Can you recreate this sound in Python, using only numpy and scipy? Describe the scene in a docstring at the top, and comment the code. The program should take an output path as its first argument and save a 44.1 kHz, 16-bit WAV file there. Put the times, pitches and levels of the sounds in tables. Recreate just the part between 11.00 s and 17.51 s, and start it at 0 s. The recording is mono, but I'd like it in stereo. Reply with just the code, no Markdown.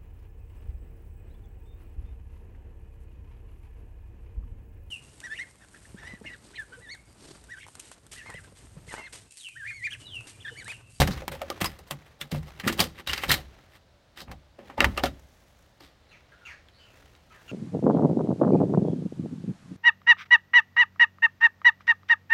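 """In a garage, close by, a moulded plastic engine cover is worked loose and lifted out of its opening.
The big panel booms as it flexes, its rim scrapes and clicks along the frame, and it knocks against
the car as it is put aside. Lining and sleeves brush over the car, and afterwards shoe soles squeak
faintly as they slip on the floor. The engine bay and the quiet room add short echoes."""
import sys
import numpy as np
from scipy import signal
from scipy.fft import rfft, irfft, next_fast_len
from scipy.io import wavfile
from scipy.ndimage import uniform_filter1d

SR = 44100
rng = np.random.default_rng(int(sys.argv[2]) if len(sys.argv) > 2 else 0)


def wav_out(sig):
    """Save sig, one row per channel (or a flat mono array), as 16-bit PCM at SR to the path in sys.argv[1]."""
    wavfile.write(sys.argv[1], SR, np.round(np.clip(np.atleast_2d(sig).T, -1, 1) * 32767).astype(np.int16))


N = 287311
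COVER_LAG_SAMPLES = 10  # the cover's sound reaches the right side this much later

# The rim striking the frame. Body is the low middle of the sound, hardness its treble.
# A fade, here and below, is the time to drop by 60 dB.
# time_s, level_db, body_db, hardness_db, ring_hz, ring_db, fade_s
RIM_KNOCKS = [(.018, -13.5, 5.5, 1, 726, 8, .083), (.075, -24.5, 12.5, 5, 1700, 4, .064),
              (0.22, -33, 19, -13, 480, 11, .042), (.28, -26, 3, -4, 860, 8, .038),
              (.321, -32.5, 6.5, -0.5, 526, 13, 0.18), (.351, -38.5, 11.5, 2.5, 855, 17, .03),
              (.417, -24, 18, -3, 620, 10, 0.046), (.502, -22.5, 18, 4, 1205, 15, .033),
              (.615, -25, 4, -1.5, 3200, 0, .093), (.644, -21, 6, 3, 1020, 14, .06),
              (0.658, -26, -19, 4, 5030, 17.5, .054), (0.79, -42.5, 17, 5.5, 450, 4, .061),
              (.91, -24.5, 9, 1, 1070, 6, 0.064), (1.213, -27.5, -11.5, -0.5, 3484, 10.5, .064),
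              (1.317, -32, 4.5, 4.5, 500, 16, .074), (1.349, -33.5, 11.5, -6, 580, 7.5, 0.12),
              (1.43, -45.5, 14.5, 6, 2080, 7, 0.048), (1.599, -31, -3, -2.5, 4070, 13, .064),
              (1.678, -16, 0, -0.5, 1800, 3.5, .079), (1.727, -30, -0.5, 5.5, 450, 11, .074),
              (1.794, -18, 6.5, -4.5, 3200, 11, 0.076), (1.804, -14.5, 7, 8, 4770, 6.5, .079),
              (1.826, -31, 9.5, 3.5, 3410, 16, .07), (1.84, -28.5, 1.5, 7, 450, 22, .055),
              (2.074, -25, 4, 4, 3770, 17.5, .053), (2.096, -23.5, -2.5, 2.5, 2840, 14, .071),
              (2.133, -22, -6, 7, 2140, 12.5, .057), (2.161, -36.5, -12, 2, 3816, 6, 0.048),
              (2.179, -27, -3.5, -3, 4700, 8, .092), (2.236, -21, 5, -5, 2274, 5.5, .058),
              (2.297, -21.5, 1, -0.5, 3900, 11, .16), (2.305, -12.5, -9, -15.5, 1950, 12.5, .04),
              (2.316, -12.5, -6.5, 5, 4070, 8, .069), (2.341, -20.5, -5, 1, 3887, 9.5, .057),
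              (3.175, -41, 1.5, 2, 1880, 6.5, .089), (3.217, -40.5, 19.5, 16, 4270, 5, .082),
              (3.315, -34, 16, 2, 820, 4.5, 0.06), (3.591, -41.5, 18.5, -3.5, 415, 12, .31),
              (3.701, -40.5, 14.5, -8, 1035, 5.5, .14), (3.78, -26, 15.5, -4.5, 890, 14.5, .08),
              (3.805, -9.5, -7, -11.5, 1870, 2.5, .02), (3.817, -24, 13, 4, 560, 14.5, .054),
              (3.829, -26, 16, -0.5, 1330, 12, .21), (3.844, -12, 0.5, -3, 924, 13, .041),
              (3.976, -21.5, -3, -3, 1245, 10, .059), (3.995, -32.5, 10, 4, 2880, 17, .042),
              (4.037, -14.5, 19.5, 4, 690, 7, .057), (4.058, -26.5, -3, 4, 1320, 16, .09),
              (4.808, -49, 12.5, 7, 1175, 0, .16), (5.686, -54, -5, -3, 3170, 9, .04),
              (6.151, -57.5, 2, 3, 3820, 12, .035)]


def amp(db):
    """Turns decibels into a number to multiply by."""
    return 10 ** (np.asarray(db) / 20)


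def unit(x):
    """Scales a signal to an average power of 1."""
    return x / np.sqrt(np.mean(x ** 2) + 1e-20)


def read(points, hz):
    """Looks up a pitch in a table, sliding smoothly between its rows."""
    pitches, values = np.transpose(points)
    return np.interp(np.log(hz + 1), np.log(pitches + 1), values)


def add(mix, start_s, sound):
    """Adds a stereo sound to the mix, starting no earlier than time zero."""
    part = mix[:, max(0, round(start_s * SR)):][:, :sound.shape[1]]
    part += sound[:, :part.shape[1]]


def diffuse(pair):
    """Makes two unrelated signals alike in the bass, as two close microphones hear them."""
    # How alike left and right are: pitch_hz, likeness (1 the same, 0 unrelated, -1 opposite)
    likeness = [(60, .9), (170, .95), (330, 0), (640, -.4), (1400, -.15), (3000, 0), (16000, 0)]
    size = pair.shape[1]
    a, b = rfft(pair)
    turn = np.arccos(np.clip(read(likeness, np.fft.rfftfreq(size, 1 / SR)), -1, 1)) / 2
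    shared, opposed = a * np.cos(turn), b * np.sin(turn)
    return irfft(np.array([shared + opposed, shared - opposed]), size)


def noise(colour):
    """Stereo noise from all round; its colour says how strong each pitch is."""
    size = next_fast_len(N, True)
    white = diffuse(rng.standard_normal((2, size)))
    gain = amp(read(colour, np.fft.rfftfreq(size, 1 / SR)))
    return unit(irfft(rfft(white) * gain, size)[:, :N])


def garage_air(level_db=-58.5):
    """The still air of the garage: a faint, steady, low rush."""
    # Colour of the air: pitch_hz, level_db
    air_colour = [(15, -42), (25, -5.5), (72, 0.5), (161, -10.5), (427, -14.5), (575, -6.5), (1070, -17.5),
                  (1740, -18), (2350, -23), (3920, -22), (11300, -41), (14000, -43), (16000, -40.5)]
    return amp(level_db) * noise(air_colour)


def bend(level_db, pitch_hz, fade_s, rise_s=0.0006, sweep=0.32, sweep_s=0.011):
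    """One bend sounds a few low tones; shorter waves run faster, so it starts high and sinks."""
    tones = ((.6, -11), (1, 0), (1.47, -9), (2.15, -14), (2.9, -20))  # pitch_ratio, level_db
    t = np.arange(SR // 2) / SR
    phase = 2 * np.pi * np.cumsum(pitch_hz * (1 + sweep * np.exp(-t / sweep_s))) / SR
    boom = sum(np.sin(phase * ratio) * amp(db - 60 * t * np.sqrt(ratio) / fade_s) for ratio, db in tones)
    return np.tile(amp(level_db) * boom * (1 - np.exp(-t / rise_s)), (2, 1))


def panel_booms(sway_lag_s=.015, free_at_s=1.9):
    """The pushed part booms; then the whole panel sways, lower and longer once free of the frame."""
    # The panel flexing: start_s, boom_db, pitch_hz, fade_s, sway_db
    flexes = [(-.015, -18, 128, .35, -6.5), (0.086, -22.5, 168, .16, -28), (.302, -39, 140, .1, -31),
              (.619, -18.5, 157, .053, -23), (0.913, -35.5, 134, .21, -52), (1.218, -40, 133, .13, -45.5),
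              (1.326, -21, 145, .14, -22.5), (1.351, -28.5, 127, 0.054, -27), (1.638, -31, 162, .3, -39.5),
              (1.666, -17, 198, .09, -27), (1.696, -24.5, 289, .087, -37.5), (1.796, -22.5, 165, .15, -25),
              (2.07, -41, 130, .1, -27), (2.264, -36.5, 131, .2, -21), (2.288, -25, 131, 0.18, -38),
              (3.219, -45.5, 150, 0.16, -56.5), (3.268, -48.5, 188.4, .2, -31),
              (3.304, -43, 185.4, .1, -36.5), (3.592, -51, 199, .37, -59), (3.7, -48, 242, .25, -56.5),
              (3.768, -45.5, 119, .1, -27), (3.789, -26, 205, .05, -30.5), (3.82, -31.5, 125, .1, -16),
              (3.865, -29, 188, .17, -40.5), (4.036, -16.5, 227, .036, -27.5),
              (4.07, -47, 131.6, 0.13, -54), (4.811, -51, 270, .25, -51)]
    out = np.zeros((2, N))
    for start_s, boom_db, pitch_hz, fade_s, sway_db in flexes:
        sway_hz, sway_fade_s = (70, .13) if start_s < free_at_s else (66, .24)
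        add(out, start_s, bend(boom_db, pitch_hz, fade_s))
        add(out, start_s + sway_lag_s, bend(sway_db, sway_hz, sway_fade_s, rise_s=0.0071, sweep=0.097))
    return out


def panel_shudder(boom, level_db=-17, settle_s=0.02):
    """After each flex the panel goes on rumbling in the hands until it settles."""
    # Colour of the settling panel: pitch_hz, level_db
    shudder_colour = [(20, -20), (45, -2), (66, 5), (95, -11.5), (140, -4.5), (300, -38.5)]
    keep = np.exp(-1 / (settle_s * SR))
    boom_energy = signal.lfilter([1 - keep], [1, -keep], boom[0] ** 2)
    return noise(shudder_colour) * np.sqrt(boom_energy) * amp(level_db)


def cover_ring(force, body_db, bite_db, edge_db, ring_hz, ring_db, damping_hz=130, size=4096):
    """A force rings the cover: soft touches give body, hard ones bite (treble) and edge (top treble)."""
    # Overall colour of the struck cover: pitch_hz, level_db
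    shell_colour = [(120, -29), (200, -9.5), (340, -8), (540, -9), (830, -11), (1100, -5), (1870, -2),
                    (3370, -5), (4100, -10), (7400, -12), (10500, -14), (14000, -11.5), (16000, -20)]
    # Pitches at which the whole cover rings: pitch_hz, width_hz, boost_db
    resonances = [(352.5, 12, 7.5), (555, 24, 8.5), (807, 57, 8.5), (1186, 210, 1.5), (1730, 50, 4),
                  (1996, 420, 5), (2740, 150, 3.5), (3090, 33, 5), (3820, 12, 8.5), (4170, 27, 5),
                  (5000, 15, 1), (4790, 59, -4)]
    hz = abs(np.fft.fftfreq(size, 1 / SR))
    peaks = sum(amp(db) ** 2 / (1 + (2 * (hz - pitch) / width) ** 2) for pitch, width, db in resonances)
    width_hz = damping_hz + .07 * ring_hz  # hands, lining and the plastic itself damp the touched spot
    spot_db = ring_db / (1 + (2 * (hz - ring_hz) / width_hz) ** 2)
    touch_colour = [(274, body_db / 2), (586, body_db), (740, body_db), (1660, 0), (2520, 0),
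                    (4000, bite_db), (4900, bite_db), (10000, edge_db)]
    gain = amp(np.maximum(read(shell_colour, hz), -45) + read(touch_colour, hz) + spot_db)
    gain *= np.sqrt(1 + peaks)
    # Turn the colour into a ring that starts at once and dies away.
    ring = np.fft.ifft(np.exp(np.conj(signal.hilbert(np.log(gain))))).real
    return signal.fftconvolve(force, ring[None, :size // 2], axes=1)


def contact(time_s, hardness_db, edge_per_hardness=.7):
    """Top treble and left and right gains of a touch, from its hardness and where the cover is."""
    # The cover's path as it is lifted and swung aside: time_s, left_minus_right_db, top_treble_db
    path = [(0, 3.5, -3.5), (.9, 3, 1), (1.55, 4, -6), (1.8, 4, -1), (2.1, 3, -8.5), (2.33, 0, -1.5),
            (3.25, 0.5, -7), (3.78, 1.5, -12), (4.03, 1, -7.5), (6.1, -7, -11)]
    times, pans, trebles = np.transpose(path)
    pan_db = np.interp(time_s, times, pans)
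    edge_db = edge_per_hardness * hardness_db + np.interp(time_s, times, trebles)
    return edge_db, amp(np.array([[pan_db], [-pan_db]]) / 2)


def stereo(direct, scattered):
    """Direct sound reaches the left side first; scattered sound comes from all round."""
    return np.array([direct, np.roll(direct, COVER_LAG_SAMPLES)]) + diffuse(scattered)


def rim_scrapes(slips_per_s=380, spread_db=2.5, hiss=.05, fade_db=17, trim_db=-1):
    """The rim sticks and slips: tiny uneven snaps swell with pressure and ring like the nearest knock."""
    # The rim sliding on the frame: peak_s, swell_s, release_s, level_db, body_db, hardness_db
    slides = [(.003, 0.0027, 0.013, -11.5, 10, 8.5), (0.121, 0.017, 0.036, -39, 16, 42),
              (0.618, .014, 0.0067, -19.5, 9, 2.5), (.66, 0.016, 0.092, -37.5, 5.5, -2.5),
              (.875, 0.0085, 0.05, -51.5, 12, 6), (1.066, 0.011, 0.033, -49, 7, -6),
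              (1.214, 0.026, 0.091, -45, 15, 3), (1.369, 0.053, 0.029, -39.5, 11, 6),
              (1.487, 0.043, 0.019, -43.5, 15.5, 5.5), (1.641, 0.0075, 0.054, -33.5, 5, -9),
              (1.683, 0.028, 0.05, -24.5, -1, -4), (1.806, .03, 0.046, -20.5, 11.5, 6),
              (2.002, 0.055, 0.021, -37.5, 2.5, -4.5), (2.088, 0.025, 0.11, -28.5, -1, 3),
              (2.137, 0.033, 0.018, -27, 0.5, 0), (2.179, .03, 0.016, -34, -2, 2.5),
              (2.237, 0.032, 0.047, -29.5, -7, -1), (2.318, .038, .047, -20, 6, 7),
              (2.38, .02, 0.049, -38, 14, -6.5), (2.76, 0.076, 0.028, -49, 5, 0.5),
              (3.205, 0.047, 0.02, -37.5, 3, 3), (3.282, 0.0071, 0.036, -39.5, 13.5, -17),
              (3.805, 0.018, 0.062, -23.5, 10.5, -10), (3.98, 0.019, 0.039, -25.5, 19, -6),
              (4.835, 0.037, 0.085, -49, 0, 5)]
    out, t = np.zeros((2, N)), np.arange(SR // 4) / SR
    for peak_s, swell_s, release_s, level_db, body_db, hardness_db in slides:
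        edge_db, _ = contact(peak_s, hardness_db)
        *_, ring_hz, _, _ = min(RIM_KNOCKS, key=lambda knock: abs(knock[0] - peak_s))
        slipping = rng.random((3, len(t))) < slips_per_s / SR
        slips = slipping * amp(spread_db * np.minimum(rng.exponential(1, slipping.shape), 3))
        grit = slips * rng.choice([-1, 1], slips.shape) + hiss * rng.standard_normal(slips.shape)
        ring = cover_ring(stereo(grit[0], grit[1:]), body_db, hardness_db, edge_db, ring_hz, ring_db=4.5)
        pressure = amp(-fade_db * np.maximum(1 - t / swell_s, (t - swell_s) / release_s))
        fade_in = np.minimum(t / 0.0008, 1)
        add(out, peak_s - swell_s, unit(ring[:, :len(t)]) * pressure * fade_in * amp(level_db + trim_db))
    return out


def rim_knocks(crack_s=0.00061, scatter_db=-7, trim_db=-1, graze_s=0.0031, graze_db=-7):
    """The rim grazes, then cracks home; bending waves criss-cross the panel and die away."""
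    lead = SR // 100  # samples of grazing before the hit
    out, t = np.zeros((2, N)), (np.arange(8192) - lead) / SR
    since_hit_s = np.maximum(t, 0)
    for time_s, level_db, body_db, hardness_db, ring_hz, ring_db, fade_s in RIM_KNOCKS:
        edge_db, sides = contact(time_s, hardness_db)
        graze = min(1, amp(graze_db) * (fade_s / 0.084) ** 3)  # short, square blows give no warning
        grit = rng.standard_normal((3, len(t))) * np.where(t < 0, graze * np.exp(-abs(t) / graze_s), 1)
        crack = grit[0] * np.exp(-since_hit_s / crack_s)
        crack[lead] += .5  # the spike at the heart of the crack
        waves = grit[1:] * amp(scatter_db - 60 * since_hit_s / fade_s)
        ring = cover_ring(stereo(crack, waves), body_db, hardness_db, edge_db, ring_hz, ring_db)
        strength = np.sqrt(np.mean(ring[:, lead:2 * lead] ** 2, axis=1, keepdims=True))
        add(out, time_s - lead / SR, ring / strength * amp(level_db + trim_db) * sides)
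    return out


def cloth_brushing(cloth_db=-1, fizz_db=-1, rumble_db=-3, grain_db=3.0, end_db=-8,
                   ticks_per_s=45, ticks_db=-6, tick_spread_db=4):
    """Each stroke swells and fades: grainy rubbing and stray ticks over the rumble of moving hands."""
    # Lining and sleeves sweeping over the car: middle_s, half_length_s, level_db, relative_fizz_db
    strokes = [(0.108, 0.11, -39, -13), (0.52, .2, -47, -15), (0.98, 0.21, -58, -13.5),
               (1.7, .25, -49, -13.5), (2.29, .12, -47.5, -8), (2.559, .13, -56, -14.5),
               (3.32, 0.2, -69, -24.5), (3.682, .05, -55, -13.5), (3.976, .16, -51.5, -12.5),
               (4.38, .32, -64.5, -2.5), (5.364, .45, -62, -23), (6.021, .17, -56.5, -10.5),
               (6.5, .22, -57, -8.5)]
    # Colours of the soft rubbing, its high fizz and the moving hands: pitch_hz, level_db
    cloth_colour = [(100, -25), (300, 5), (600, 7), (1100, 3.5), (2000, 2), (4000, -6.5), (6500, -16.5),
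                    (10000, -32)]
    fizz_colour = [(2500, -27), (6000, 3.5), (9000, -5), (11000, -3.5), (15000, -6)]
    rumble_colour = [(15, -16.5), (40, -13), (70, 3), (105, -5), (140, -6), (220, -15.5), (400, -12),
                     (900, -52)]
    t = np.arange(N) / SR
    swells = [(amp(level_db + end_db * ((t - middle_s) / half_s) ** 2), amp(relative_fizz_db))
              for middle_s, half_s, level_db, relative_fizz_db in strokes]
    rub_level = np.sqrt(sum(swell ** 2 for swell, _ in swells))
    fizz_level = np.sqrt(sum((swell * share) ** 2 for swell, share in swells))
    grain = amp(grain_db * unit(uniform_filter1d(rng.standard_normal(N), 260)))
    catching = rng.random(N) < ticks_per_s / SR
    catches = catching * amp(tick_spread_db * np.minimum(rng.exponential(1, N), 3))
    ticks = cover_ring(np.array([catches, np.roll(catches, COVER_LAG_SAMPLES)]),
                       body_db=4.5, bite_db=-4.5, edge_db=-13.5, ring_hz=1990, ring_db=9.0)
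    cloth = (grain * noise(cloth_colour) + amp(ticks_db) * unit(ticks[:, :N])) * rub_level * amp(cloth_db)
    fizz = grain * noise(fizz_colour) * fizz_level * amp(fizz_db)
    return cloth + fizz + noise(rumble_colour) * rub_level * amp(rumble_db)


def shoe_squeaks(skew=0.42, rasp=.55, low_cut_hz=1070, left_lag_samples=21):
    """A rubber sole slips on the smooth floor with an unsteady, raspy, mostly falling whistle."""
    # Soles slipping: start_s, length_s, pitch_hz, glide_octaves_per_s, level_db, waver (share of pitch)
    slips = [(5.089, .042, 4260, -8, -61.5, 0.046), (5.111, 0.056, 2880, -11, -52.5, 0.021),
             (5.319, .02, 1698, -17, -48.5, 0.0078), (5.414, 0.019, 1490, -9.5, -50.5, 0.013),
             (5.452, 0.085, 2863, -10.5, -42, 0.021), (5.735, 0.086, 3935, 4, -61.5, 0.057),
             (5.781, 0.15, 3100, -1.9, -58, 0.049), (6.302, 0.026, 1390, -15, -55, .03),
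             (6.311, 0.05, 2520, -10, -54.5, 0.11), (6.348, .067, 1750, -3, -57, 0.065),
             (6.479, 0.039, 2925, -6, -41.5, 0.01)]
    # The tones in one squeak: pitch_ratio, level_db
    tones = [(0.498, 2), (1, 10.5), (1.5, -38), (2, -17), (2.448, -8)]
    out, t = np.zeros((2, N)), np.arange(SR // 6) / SR
    for start_s, length_s, pitch_hz, glide, level_db, waver in slips:
        progress = np.minimum(t / length_s, 1) ** skew
        swell = np.sqrt(4 * progress * (1 - progress))
        wobble, chatter = unit(uniform_filter1d(rng.standard_normal((2, len(t))), 60))
        hz = pitch_hz * 2 ** (glide * np.minimum(t, length_s))
        phase = 2 * np.pi * np.cumsum(hz * (1 + waver * wobble)) / SR
        # A sole gives off little sound below low_cut_hz.
        whistle = sum(amp(db) * np.sin(ratio * phase) / (1 + (low_cut_hz / (ratio * hz)) ** 10)
                      for ratio, db in tones)
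        squeak = amp(level_db) * unit(whistle * (1 + rasp * chatter)) * swell
        add(out, start_s, np.array([np.roll(squeak, left_lag_samples), squeak]))
    return out


def echoes(sound, fades, delay_s):
    """Many reflections blur into a tail in which each pitch dies at its own speed."""
    hz, t, bands = signal.stft(diffuse(rng.standard_normal((2, 32768))), SR, nperseg=256)
    bands = bands * amp(-60 * t / read(fades, hz)[:, None])
    tail = signal.istft(bands, SR, nperseg=256)[1]
    tail *= np.clip(np.arange(tail.shape[1]) / SR / delay_s - .5, 0, 1)  # echoes take time to arrive
    return signal.fftconvolve(sound, tail / np.linalg.norm(tail[0]), axes=1)[:, :N]


def scene():
    """The cover is near, with little echo; the feet, hidden by the car, come mostly through the room."""
    # How long the engine bay and the garage echo: pitch_hz, fade_s
    bay_fades = [(100, 0.51), (500, 0.098), (2500, 0.039), (14000, 0.059)]
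    room_fades = [(100, 0.79), (500, 0.31), (2500, 0.3), (6000, 0.42), (14000, 0.077)]
    boom = panel_booms()
    rim = rim_knocks() + rim_scrapes()
    feet = shoe_squeaks()
    bay = echoes(amp(-14) * rim + amp(-18) * boom, bay_fades, delay_s=0.0079)
    room = echoes(amp(-29) * rim + amp(-22) * boom + amp(-2) * feet, room_fades, delay_s=0.0033)
    return rim + boom + amp(-3) * feet + bay + room + panel_shudder(boom) + cloth_brushing() + garage_air()


def record(dry, low_cut_hz=36, high_cut_hz=16200):
    """Two microphones, a little unlike in colour, lose the deepest bass and the highest treble."""
    # Balance of the microphones: pitch_hz, left_minus_right_db
    balance = [(60, -2), (250, -2.5), (1000, -1), (2200, -3.5), (4200, -4.5), (8000, -1), (15000, -2.5)]
    size = next_fast_len(N + 4096, True)
    lean_db = read(balance, np.fft.rfftfreq(size, 1 / SR)) / 2
    heard = irfft(rfft(dry, size) * amp([lean_db, -lean_db]), size)[:, :N]
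    heard = signal.sosfilt(signal.butter(2, low_cut_hz, "high", fs=SR, output="sos"), heard)
    treble_cut = signal.firwin(255, high_cut_hz, window=("kaiser", 9), fs=SR)
    return signal.oaconvolve(np.clip(heard, -1, 1), treble_cut[None], "same")


dry = scene()
out = record(dry)
wav_out(out)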